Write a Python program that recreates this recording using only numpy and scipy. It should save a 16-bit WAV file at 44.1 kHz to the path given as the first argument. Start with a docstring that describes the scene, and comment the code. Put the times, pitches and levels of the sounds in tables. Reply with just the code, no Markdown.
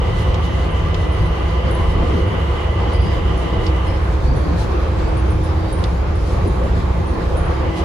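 """Front car of a rubber-tyred automated train in a tunnel.
Filtered noise gives body boom, tyre thudding, tunnel roar and air hiss; bumps and falling knocks mark joints.
Three sine orders hum as the motor creeps up in pitch; the drive whines (noise bands and tones) while it pulls,
rests, then pulls again. The running gear sings in faint noise bands.
Collector shoes tick, swish, rub and squeak along the power rail as short shaped noise bursts."""
import sys
import numpy as np
from scipy import signal
from scipy.fft import rfft, irfft, next_fast_len
from scipy.io import wavfile
from scipy.ndimage import uniform_filter1d, map_coordinates

SR = 44100
rng = np.random.default_rng(int(sys.argv[2]) if len(sys.argv) > 2 else 0)


def wav_out(sig):
    """Save sig, one row per channel (or a flat mono array), as 16-bit PCM at SR to the path in sys.argv[1]."""
    wavfile.write(sys.argv[1], SR, np.round(np.clip(np.atleast_2d(sig).T, -1, 1) * 32767).astype(np.int16))


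N = 345920

# Levels in the tables are relative, before mixing and panning.
# Car body resonances: (centre [Hz], width [Hz], level [dB])
BODY_MODES = [(39.6, 7.4, -7.5), (62, 3.7, 2.5), (72.4, 8.9, -5.5), (85, 10.7, -6), (97.6, 28, -12.5)]
# Cabin air resonances driven by the tyres: (centre [Hz], width [Hz], level [dB])
CABIN_MODES = [(134.6, 13, -1), (171.4, 13, 4.5), (200, 15, -3), (242, 22, -7.5), (295, 20, -8.5),
               (348.7, 27, -2), (372, 27, -7), (520, 18, -3)]
# Tunnel roar spectrum: (frequency [Hz], level [dB])
ROAR_SPECTRUM = [(100, -17), (300, -4), (450, 4.5), (515, 6), (610, -0.5), (690, 4), (760, 0), (880, 2.5),
                 (950, -2), (1050, 1), (1220, -2), (1330, -5.5), (2000, -10.5), (2800, -17), (4500, -26.5)]
# Air hiss spectrum: (frequency [Hz], level [dB])
HISS_SPECTRUM = [(1500, -29), (2500, -35), (3500, 6), (4600, 2.5), (5500, -2), (7500, -6), (9300, -12.5),
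                 (10600, -8.5), (11600, -17), (12600, -24), (15500, -21.5)]
# Left-right likeness of the noises: (frequency [Hz], correlation [-1 to 1])
EAR_CORRELATION = [(70, .997), (100, .99), (140, .92), (200, .7), (300, .45), (370, .75), (520, .4),
                   (620, .3), (710, -.15), (850, .1), (1180, .25), (1800, -.05), (2400, .3), (3200, .1),
                   (4100, .3), (5000, -.1), (6500, .2), (8400, -.4), (10000, .7), (12000, -.4), (14000, .6)]
# Running surface, relative to cruise: (time [s], tyre thudding [dB], tunnel roar [dB])
SURFACE_LEVELS = [(0, -2, 0.3), (1.6, -2, -0.1), (2.15, 2, 1.9), (2.5, -2, 0.1), (3.55, 1, 0.9),
                  (4.05, -2, 0.4), (4.4, 0, 0.7), (5.35, -1.5, 0.5), (6, 0, 0.2), (6.25, -1.5, -0.7),
                  (6.5, 1.5, -0.5), (7.84, 1, 1.5)]
# Boom surges and sags as the car rides the beams: (middle [s], length [s], level change [dB])
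BOOM_SURGES = [(0.306, 0.018, 9), (1.222, 0.028, 6), (1.37, 0.042, -6), (2.24, .05, 1),
               (2.348, 0.035, -7.5), (2.588, 0.031, -8), (2.992, 0.028, 8), (3.125, 0.03, 0.5),
               (3.287, 0.029, 5), (3.47, 0.088, -5), (3.724, 0.033, 4.5), (4.122, 0.023, 6.5),
               (4.285, 0.039, 6.5), (5.234, 0.028, 5), (5.33, .04, 5.5), (5.7, 0.041, -7), (6.42, .04, 3.5),
               (6.74, 0.034, 4), (6.89, 0.022, 5), (7.187, 0.087, -4.5), (7.757, 0.047, -8.5)]
# Motor orders: (time [s], first [dB], second [dB], third [dB])
MOTOR_ORDERS = [(0, -28.5, -51, -37), (0.7, -30, -37.5, -38), (1.5, -28.5, -34, -37.5),
                (2.6, -35, -39.5, -35.5), (3.65, -34, -29, -32), (4.05, -35, -33, -48),
                (4.6, -43, -30.5, -54), (5.4, -49, -27.5, -52), (5.85, -50, -31, -53),
                (6.25, -45, -40.5, -51), (6.6, -47, -37.5, -38), (7.2, -39, -31, -45),
                (7.84, -41, -28.5, -39)]
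# Faint singing of the running gear: (centre [Hz], width [Hz], level [dB])
GEAR_BANDS = [(2540, 470, 0), (3160, 190, 5), (4900, 410, -8), (6120, 240, -10)]
# Whine bands of the drive: (centre [Hz], width [Hz], level [dB])
WHINE_BANDS = [(366, 70, -3), (827, 47, -7.5), (1000, 18, -3.5), (1184, 82, -4), (2005, 240, -11),
               (2970, 450, -11.5)]
# Wavering tones at their core: (pitch [Hz], stray [Hz], level [dB])
WHINE_CORES = [(1007, 5, -8.5), (2008, 16, -10.5)]
# Drive pulls: (start [s], end [s], level [dB])
DRIVE_PULLS = [(0, 3.85, -33), (7.76, 7.84, -34.5)]
# Broad swishes of the shoes: (middle [s], length [s], level [dB])
SHOE_SWISHES = [(0.206, 0.065, -38), (3.654, 0.084, -42), (4.612, 0.062, -35.5), (6.305, 0.11, -39.5),
                (7.785, 0.043, -36)]
# Swish spectrum: (frequency [Hz], level [dB])
SWISH_SPECTRUM = [(1500, 3), (4000, 8.5), (7000, -0.5), (10500, -5), (14000, -22)]
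# Shoes over rail joints: (time [s], crack level [dB], ring [Hz], ring half-width [Hz],
# ring gain over the tick spectrum [dB], tail relative to crack [dB])
SHOE_TICKS = [(0.3434, -23.5, 5300, 1800, 0, -8), (0.9442, -21.5, 4750, 600, 7, -9),
              (3.665, -23.5, 4850, 340, 22, -6), (5.8396, -18.5, 4700, 600, 7, -10)]
# Tick spectrum: (frequency [Hz], level [dB])
TICK_SPECTRUM = [(1000, -3), (2500, 0), (3600, 6), (4600, -7), (6500, -8.5), (9000, -22), (14000, -33)]
# Tyres over uneven joints in the running beams: (middle [s], length [s], level [dB], centre [Hz])
BEAM_BUMPS = [(0.496, 0.1, -25.5, 163), (1.406, 0.035, -28.5, 350), (1.66, 0.035, -25, 160),
              (1.978, 0.28, -21, 36.2), (2.031, 0.13, -28, 270), (2.191, 0.075, -25, 365),
              (2.32, 0.06, -26, 165), (3.06, 0.057, -22.5, 151), (3.069, 0.025, -28.5, 360),
              (3.631, 0.099, -32, 376), (4.33, 0.095, -22, 137), (4.331, 0.04, -27.5, 255),
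              (4.49, 0.053, -27, 280), (4.54, 0.037, -21.5, 160), (4.748, 0.044, -26, 360),
              (5.17, 0.04, -26, 151), (5.33, 0.04, -28, 150), (5.401, 0.04, -27, 330),
              (6.479, 0.054, -23.5, 366), (6.635, 0.043, -24, 518), (7.33, 0.061, -26.5, 510),
              (7.396, .15, -24, 37)]
# Thin squeaks of the shoes: (time [s], level [dB], pitch [Hz], width [Hz], early t60 [s])
SHOE_SQUEAKS = [(0.704, -49, 9200, 300, .25), (1.121, -46, 9550, 600, .2), (1.2565, -46.5, 9720, 500, .12),
                (1.709, -37.5, 9900, 900, 0.12), (1.749, -38.5, 9960, 250, 0.11),
                (2.268, -50, 9500, 700, .15), (2.931, -44.5, 9320, 300, .22), (3.012, -47, 9780, 300, .22),
                (3.375, -46, 9750, 400, .22), (3.87, -49, 9700, 800, 0.3), (4.359, -46, 9880, 180, .35),
                (5.083, -46, 9650, 500, .06), (5.171, -39.5, 9550, 500, 0.17), (5.305, -40, 9650, 900, .12),
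                (5.4355, -43, 9900, 900, 0.22), (5.725, -33, 9560, 302, 0.15), (5.778, -45, 9470, 200, .2),
                (6.155, -46, 9200, 700, 0.11), (6.471, -38, 9900, 450, 0.1), (6.635, -50, 9820, 300, .22),
                (7.069, -46.5, 9300, 600, 0.36), (7.369, -33.5, 9730, 350, 0.12),
                (7.452, -46, 9500, 500, .14)]
# Tyre knocks on hard joints: (middle [s], level [dB], pitch near the middle [Hz])
JOINT_KNOCKS = [(2.152, -20.5, 234), (2.878, -24, 270.4), (6.478, -21.5, 247.5)]
# Shoes rubbing and singing on the rail: (middle [s], length [s], level [dB], pitch [Hz], width [Hz])
SHOE_RUBS = [(3.02, 0.22, -46, 4800, 450), (3.123, .02, -42, 4920, 250), (3.895, 0.04, -44, 5100, 110),
             (3.952, 0.055, -48, 5060, 110), (4.298, 0.075, -43, 4610, 260), (4.47, 0.13, -49, 4640, 170),
             (5.004, 0.014, -43, 4500, 150), (5.057, 0.095, -51, 4600, 150), (5.372, .07, -45, 2370, 260),
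             (5.48, .07, -48, 5100, 450), (5.65, .15, -49.5, 4600, 150)]
# Side favoured by the cabin: (frequency [Hz], left minus right [dB])
CABIN_LEAN = [(92, -1), (140, 3.5), (210, 0.5), (330, -1), (500, 0.5), (770, 0.5), (1170, -1.5), (1790, -1),
              (2740, -1), (4190, 0), (6410, 2.0), (9810, -0.5)]

# Cruise levels; the boom eases late in the run
BOOM_DB, THUD_DB, ROAR_DB, HISS_DB = -17, -27.5, -27.5, -46
EASE_START_S, EASE_DB_PER_S = 6.5, 1.4
HISS_FADE_DB_PER_S = 0.23
# Motor pitch: steady, then rising
MOTOR_HZ, RISE_START_S, RISE_HZ_PER_S = 158.7, 4.1, 1.25
# Hum waver; the phase depth applies to the second and third orders
WAVER_DB, WAVER_RAD, WAVER_KNOTS_PER_S = 3, 0.48, 13
# Pitch jitter and fading of the whine tones
DITHER_KNOTS_PER_S, FADING_DB, FADING_KNOTS_PER_S = 60, 4.6, 20
PULL_RISE_DB_PER_S, PULL_FALL_DB_PER_S, IDLE_DB = 40, 50, -54
# A rub climbs while the shoe grips and lets go
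RUB_RISE_HZ_PER_S, GRIP_DB, GRIP_KNOTS_PER_S = 300, 2, 55
KNOCK_FALL_OCTAVES_PER_S = 22
TOP_HZ = 15750


def amp(db):
    """Decibels to gain."""
    return 10 ** (np.asarray(db) / 20)


def unit(x):
    """Scale to rms 1."""
    return x / np.sqrt(np.mean(x ** 2) + 1e-20)


def along(points, hz):
    """Read (frequency, value) points on a log-frequency axis."""
    f, v = np.transpose(points)
    return np.interp(np.log(hz + 1), np.log(f + 1), v)


def curves(rows):
    """One value per sample for each column after the time."""
    time_s, *columns = np.transpose(rows)
    return [np.interp(np.arange(N) / SR, time_s, column) for column in columns]


def wobble(knots_per_s):
    """Smooth random curve through normally distributed knots."""
    knots = rng.standard_normal(int(N * knots_per_s / SR) + 4)
    return map_coordinates(knots, [np.arange(N) * knots_per_s / SR])


def swell(t, length_s):
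    """Gaussian rise and fall around t = 0; the length is two standard deviations."""
    return np.exp(-2 * (t / length_s) ** 2)


def resonances(modes, hz):
    """Gain of independently driven resonances, summed in power."""
    power = 0
    for centre, width, db in modes:
        power = power + (amp(db) * hz * width) ** 2 / ((centre * centre - hz * hz) ** 2 + (hz * width) ** 2)
    return np.sqrt(power)


def narrow(bands, hz):
    """Gain of bands with steep skirts: squared resonances."""
    return sum(amp(db) * resonances([(centre, width, 0)], hz) ** 2 for centre, width, db in bands)


def noise(colour, size=N, correlation=EAR_CORRELATION):
    """Stereo noise of rms 1: colour(hz) sets the gain, the mid-side balance sets the ear correlation."""
    m = next_fast_len(size)
    hz = np.fft.rfftfreq(m, 1 / SR)
    turn = np.arccos(np.clip(along(correlation, hz), -1, 1)) / 2
    spectra = rfft(rng.standard_normal((2, m))) * colour(hz)
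    mid, side = irfft(spectra * [np.cos(turn), np.sin(turn)], m)[:, :size]
    return unit(np.array([mid + side, mid - side]))


def even(x, span_s):
    """Even out chance swells of noise over the span."""
    power = uniform_filter1d(np.mean(x ** 2, axis=0), max(int(span_s * SR), 1))
    return x / np.sqrt(np.abs(power) + 1e-9)


def patchy(x, depth_db):
    """Noise whose colour wavers at random in patches of time and pitch."""
    z = signal.stft(x, nperseg=1024)[2]
    field = rng.standard_normal(z.shape[1:])
    for _ in range(2):
        field = uniform_filter1d(field, size=7, axis=0)
        field = uniform_filter1d(field, size=9, axis=1)
    wavering = signal.istft(z * amp(depth_db * unit(field)), nperseg=1024)[1]
    return unit(wavering[:, :N])


def add(track, time_s, sound):
    """Mix a stereo sound into the track."""
    start = max(round(time_s * SR), 0)
    track[:, start:start + sound.shape[1]] += sound[:, :max(N - start, 0)]


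def body_boom(low_hz=32, high_hz=125):
    """The tyres shake the body modes; the boom surges and sags on the beams."""
    def colour(hz):
        return resonances(BODY_MODES, hz) / np.sqrt((1 + (low_hz / (hz + 1)) ** 6) * (1 + (hz / high_hz) ** 6))
    t = np.arange(N) / SR
    surge_db = sum(db * swell(t - middle_s, length_s) for middle_s, length_s, db in BOOM_SURGES)
    ease_db = EASE_DB_PER_S * np.maximum(t - EASE_START_S, 0)
    return amp(BOOM_DB + surge_db - ease_db) * even(noise(colour), span_s=0.101)


def rolling(cabin_hz=600, roar_hz=5000):
    """The tyres drive the cabin air, the tunnel throws their roar back, and air hisses."""
    t = np.arange(N) / SR
    thud_db, roar_db = curves(SURFACE_LEVELS)
    cabin = noise(lambda hz: resonances(CABIN_MODES, hz) / np.sqrt(1 + (hz / cabin_hz) ** 8))
    tunnel = noise(lambda hz: amp(along(ROAR_SPECTRUM, hz)) / np.sqrt(1 + (hz / roar_hz) ** 8))
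    air = noise(lambda hz: amp(along(HISS_SPECTRUM, hz)))
    thud = amp(THUD_DB + thud_db + 0.97 * wobble(16)) * even(cabin, span_s=0.13)
    roar = amp(ROAR_DB + roar_db + 0.95 * wobble(16)) * patchy(tunnel, depth_db=1)
    hiss = amp(HISS_DB - HISS_FADE_DB_PER_S * t + 1.5 * wobble(22)) * patchy(air, depth_db=2)
    return thud + roar + hiss


def motor():
    """Three orders of the motor waver in level and phase; the upper two waver separately at each ear."""
    t = np.arange(N) / SR
    pitch_hz = MOTOR_HZ + RISE_HZ_PER_S * np.maximum(t - RISE_START_S, 0)
    phase = 2 * np.pi * np.cumsum(pitch_hz) / SR

    def wavering(level_db):
        return amp(level_db + WAVER_DB * wobble(WAVER_KNOTS_PER_S))

    first_db, second_db, third_db = curves(MOTOR_ORDERS)
    first = wavering(first_db) * np.sin(phase + wobble(WAVER_KNOTS_PER_S))
    hum = first * amp([[0.5], [-0.7]])
    for order, level_db in [(2, second_db), (3, third_db)]:
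        ears = []
        for lead_rad in (1.1, 0):
            waver_rad = WAVER_RAD * wobble(WAVER_KNOTS_PER_S)
            ears.append(wavering(level_db) * np.sin(order * phase + waver_rad + lead_rad))
        hum = hum + np.array(ears) * amp([[-1.6], [1.2]])
    return hum


def gear(singing_db=-51, sway_db=2):
    """The running gear sings faintly in narrow bands, whether the drive pulls or not."""
    return amp(singing_db + sway_db * wobble(9)) * noise(lambda hz: narrow(GEAR_BANDS, hz))


def effort_db():
    """Drive level: linear dB ramps into and out of each pull, never below idle."""
    t = np.arange(N) / SR
    pulls = []
    for start_s, end_s, db in DRIVE_PULLS:
        rise_db = PULL_RISE_DB_PER_S * np.maximum(start_s - t, 0)
        fall_db = PULL_FALL_DB_PER_S * np.maximum(t - end_s, 0)
        pulls.append(db - rise_db - fall_db)
    return np.maximum(np.max(pulls, axis=0), IDLE_DB)


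def drive(flutter_db=1, whistle_db=-67):
    """Switching-rate dither makes tones waver together inside smeared bands, under a steady thin whistle."""
    bands = noise(lambda hz: narrow(WHINE_BANDS, hz))
    dither = wobble(DITHER_KNOTS_PER_S)
    tones = np.zeros((2, N))
    for pitch_hz, stray_hz, db in WHINE_CORES:
        phase = 2 * np.pi * np.cumsum(pitch_hz + stray_hz * dither) / SR
        fading = amp(db + FADING_DB * np.tanh(wobble(FADING_KNOTS_PER_S)))
        for ear in range(2):
            ear_gain = 1 + wobble(FADING_KNOTS_PER_S) / 3
            tones[ear] += fading * ear_gain * np.sin(phase + wobble(FADING_KNOTS_PER_S))
    whine = amp(flutter_db * wobble(13)) * bands + tones
    whistle = noise(lambda hz: narrow([(11510, 130, 0)], hz), correlation=[(11500, -0.6)])
    return amp(effort_db()) * whine * amp([[-0.3], [0.3]]) + amp(whistle_db) * whistle


def swishes(trim_db=-2):
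    """The sliding shoes swell into broad swishes."""
    t = np.arange(N) / SR
    pressure = sum(amp(db + trim_db) * swell(t - middle_s, length_s) for middle_s, length_s, db in SHOE_SWISHES)
    return pressure * noise(lambda hz: amp(along(SWISH_SPECTRUM, hz)))


def ticks(trim_db=0.5, attack_s=0.00052, crack_t60_s=0.0065, tail_t60_s=0.067):
    """A shoe snaps over a rail joint: a short ringing crack and its tail in the car."""
    out, t = np.zeros((2, N)), np.arange(SR // 5) / SR
    for time_s, db, ring_hz, half_width_hz, ring_db, tail_db in SHOE_TICKS:
        def colour(hz):
            ring = narrow([(ring_hz, 2 * half_width_hz, ring_db)], hz)
            return amp(along(TICK_SPECTRUM, hz)) * (1 + ring)
        decay = amp(-60 * t / crack_t60_s) + amp(tail_db - 60 * t / tail_t60_s)
        fade = (1 - np.exp(-t / attack_s)) * decay
        snap = even(noise(colour, size=len(t), correlation=[(4000, 0.32)]), span_s=0.004)
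        add(out, time_s, amp(db + trim_db) * fade * snap)
    return out


def bumps(relative_width=0.29):
    """Uneven joints shake the car for a moment, each around its own pitch."""
    out, t = np.zeros((2, N)), np.arange(SR) / SR - 0.5
    for middle_s, length_s, db, centre_hz in BEAM_BUMPS:
        shake = noise(lambda hz: narrow([(centre_hz, relative_width * centre_hz, 0)], hz), size=SR)
        add(out, middle_s - 0.5, amp(db) * swell(t, length_s) * even(shake, span_s=0.057))
    return out


def squeaks(trim_db=-4, attack_s=0.00054, tail_db=-15, tail_t60_s=0.88,
            scuff_db=-6, scuff_width_hz=1300, scuff_t60_s=0.034):
    """Brief slips scuff a shoe and set it ringing very high, as dry chirps or thin notes."""
    out, t = np.zeros((2, N)), np.arange(SR // 3) / SR
    for time_s, db, pitch_hz, width_hz, t60_s in SHOE_SQUEAKS:
        def band(breadth_hz):
            return noise(lambda hz: narrow([(pitch_hz, breadth_hz, 0)], hz),
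                         size=len(t), correlation=[(10000, 0.68)])
        fade = np.maximum(amp(-60 * t / t60_s), amp(tail_db - 60 * t / tail_t60_s))
        ring = fade * even(band(width_hz), span_s=0.041)
        scuff = amp(scuff_db - 60 * t / scuff_t60_s) * band(scuff_width_hz)
        add(out, time_s, amp(db + trim_db) * (1 - np.exp(-t / attack_s)) * (ring + scuff))
    return out


def knocks(length_s=0.044, ear_spread_rad=0.55):
    """A hard joint sends a bending wave along the beam: its higher pitches arrive first."""
    out, t = np.zeros((2, N)), np.arange(SR // 4) / SR - 1 / 8
    for middle_s, db, centre_hz in JOINT_KNOCKS:
        pitch_hz = centre_hz * 2 ** (-KNOCK_FALL_OCTAVES_PER_S * t)
        phase = 2 * np.pi * (np.cumsum(pitch_hz) / SR + rng.random())
        ear_phase = ear_spread_rad * rng.standard_normal((2, 1))
        add(out, middle_s - 1 / 8, amp(db) * swell(t, length_s) * np.sin(phase + ear_phase))
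    return out


def rubs(trim_db=-1):
    """Shoes grip and let go: noise bands with a fluttering level, slightly rising in pitch."""
    out, t = np.zeros((2, N)), np.arange(SR) / SR - 0.5
    for middle_s, length_s, db, pitch_hz, width_hz in SHOE_RUBS:
        song = noise(lambda hz: narrow([(pitch_hz, width_hz, 0)], hz), size=SR)
        # growing frequency shift, zero at the middle
        rising = np.real(signal.hilbert(song) * np.exp(1j * np.pi * RUB_RISE_HZ_PER_S * t ** 2))
        grip = amp(GRIP_DB * wobble(GRIP_KNOTS_PER_S)[:SR])
        add(out, middle_s - 0.5, amp(db + trim_db) * swell(t, length_s) * grip * rising)
    return out


def scene():
    """Everything as heard behind the front window."""
    running = body_boom() + rolling() + motor() + gear() + drive()
    shoes = swishes() + ticks() + squeaks() + rubs()
    return running + shoes + bumps() + knocks()


def record(dry):
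    """Each side takes its own colour from the cabin; nothing is kept above the band limit."""
    m = next_fast_len(N + SR // 2)
    hz = np.fft.rfftfreq(m, 1 / SR)
    sides = amp(along(CABIN_LEAN, hz) * np.array([[0.5], [-0.5]]))
    return irfft(rfft(dry, m) * sides * (hz < TOP_HZ), m)[:, :N]


dry = scene()
out = record(dry)
wav_out(out)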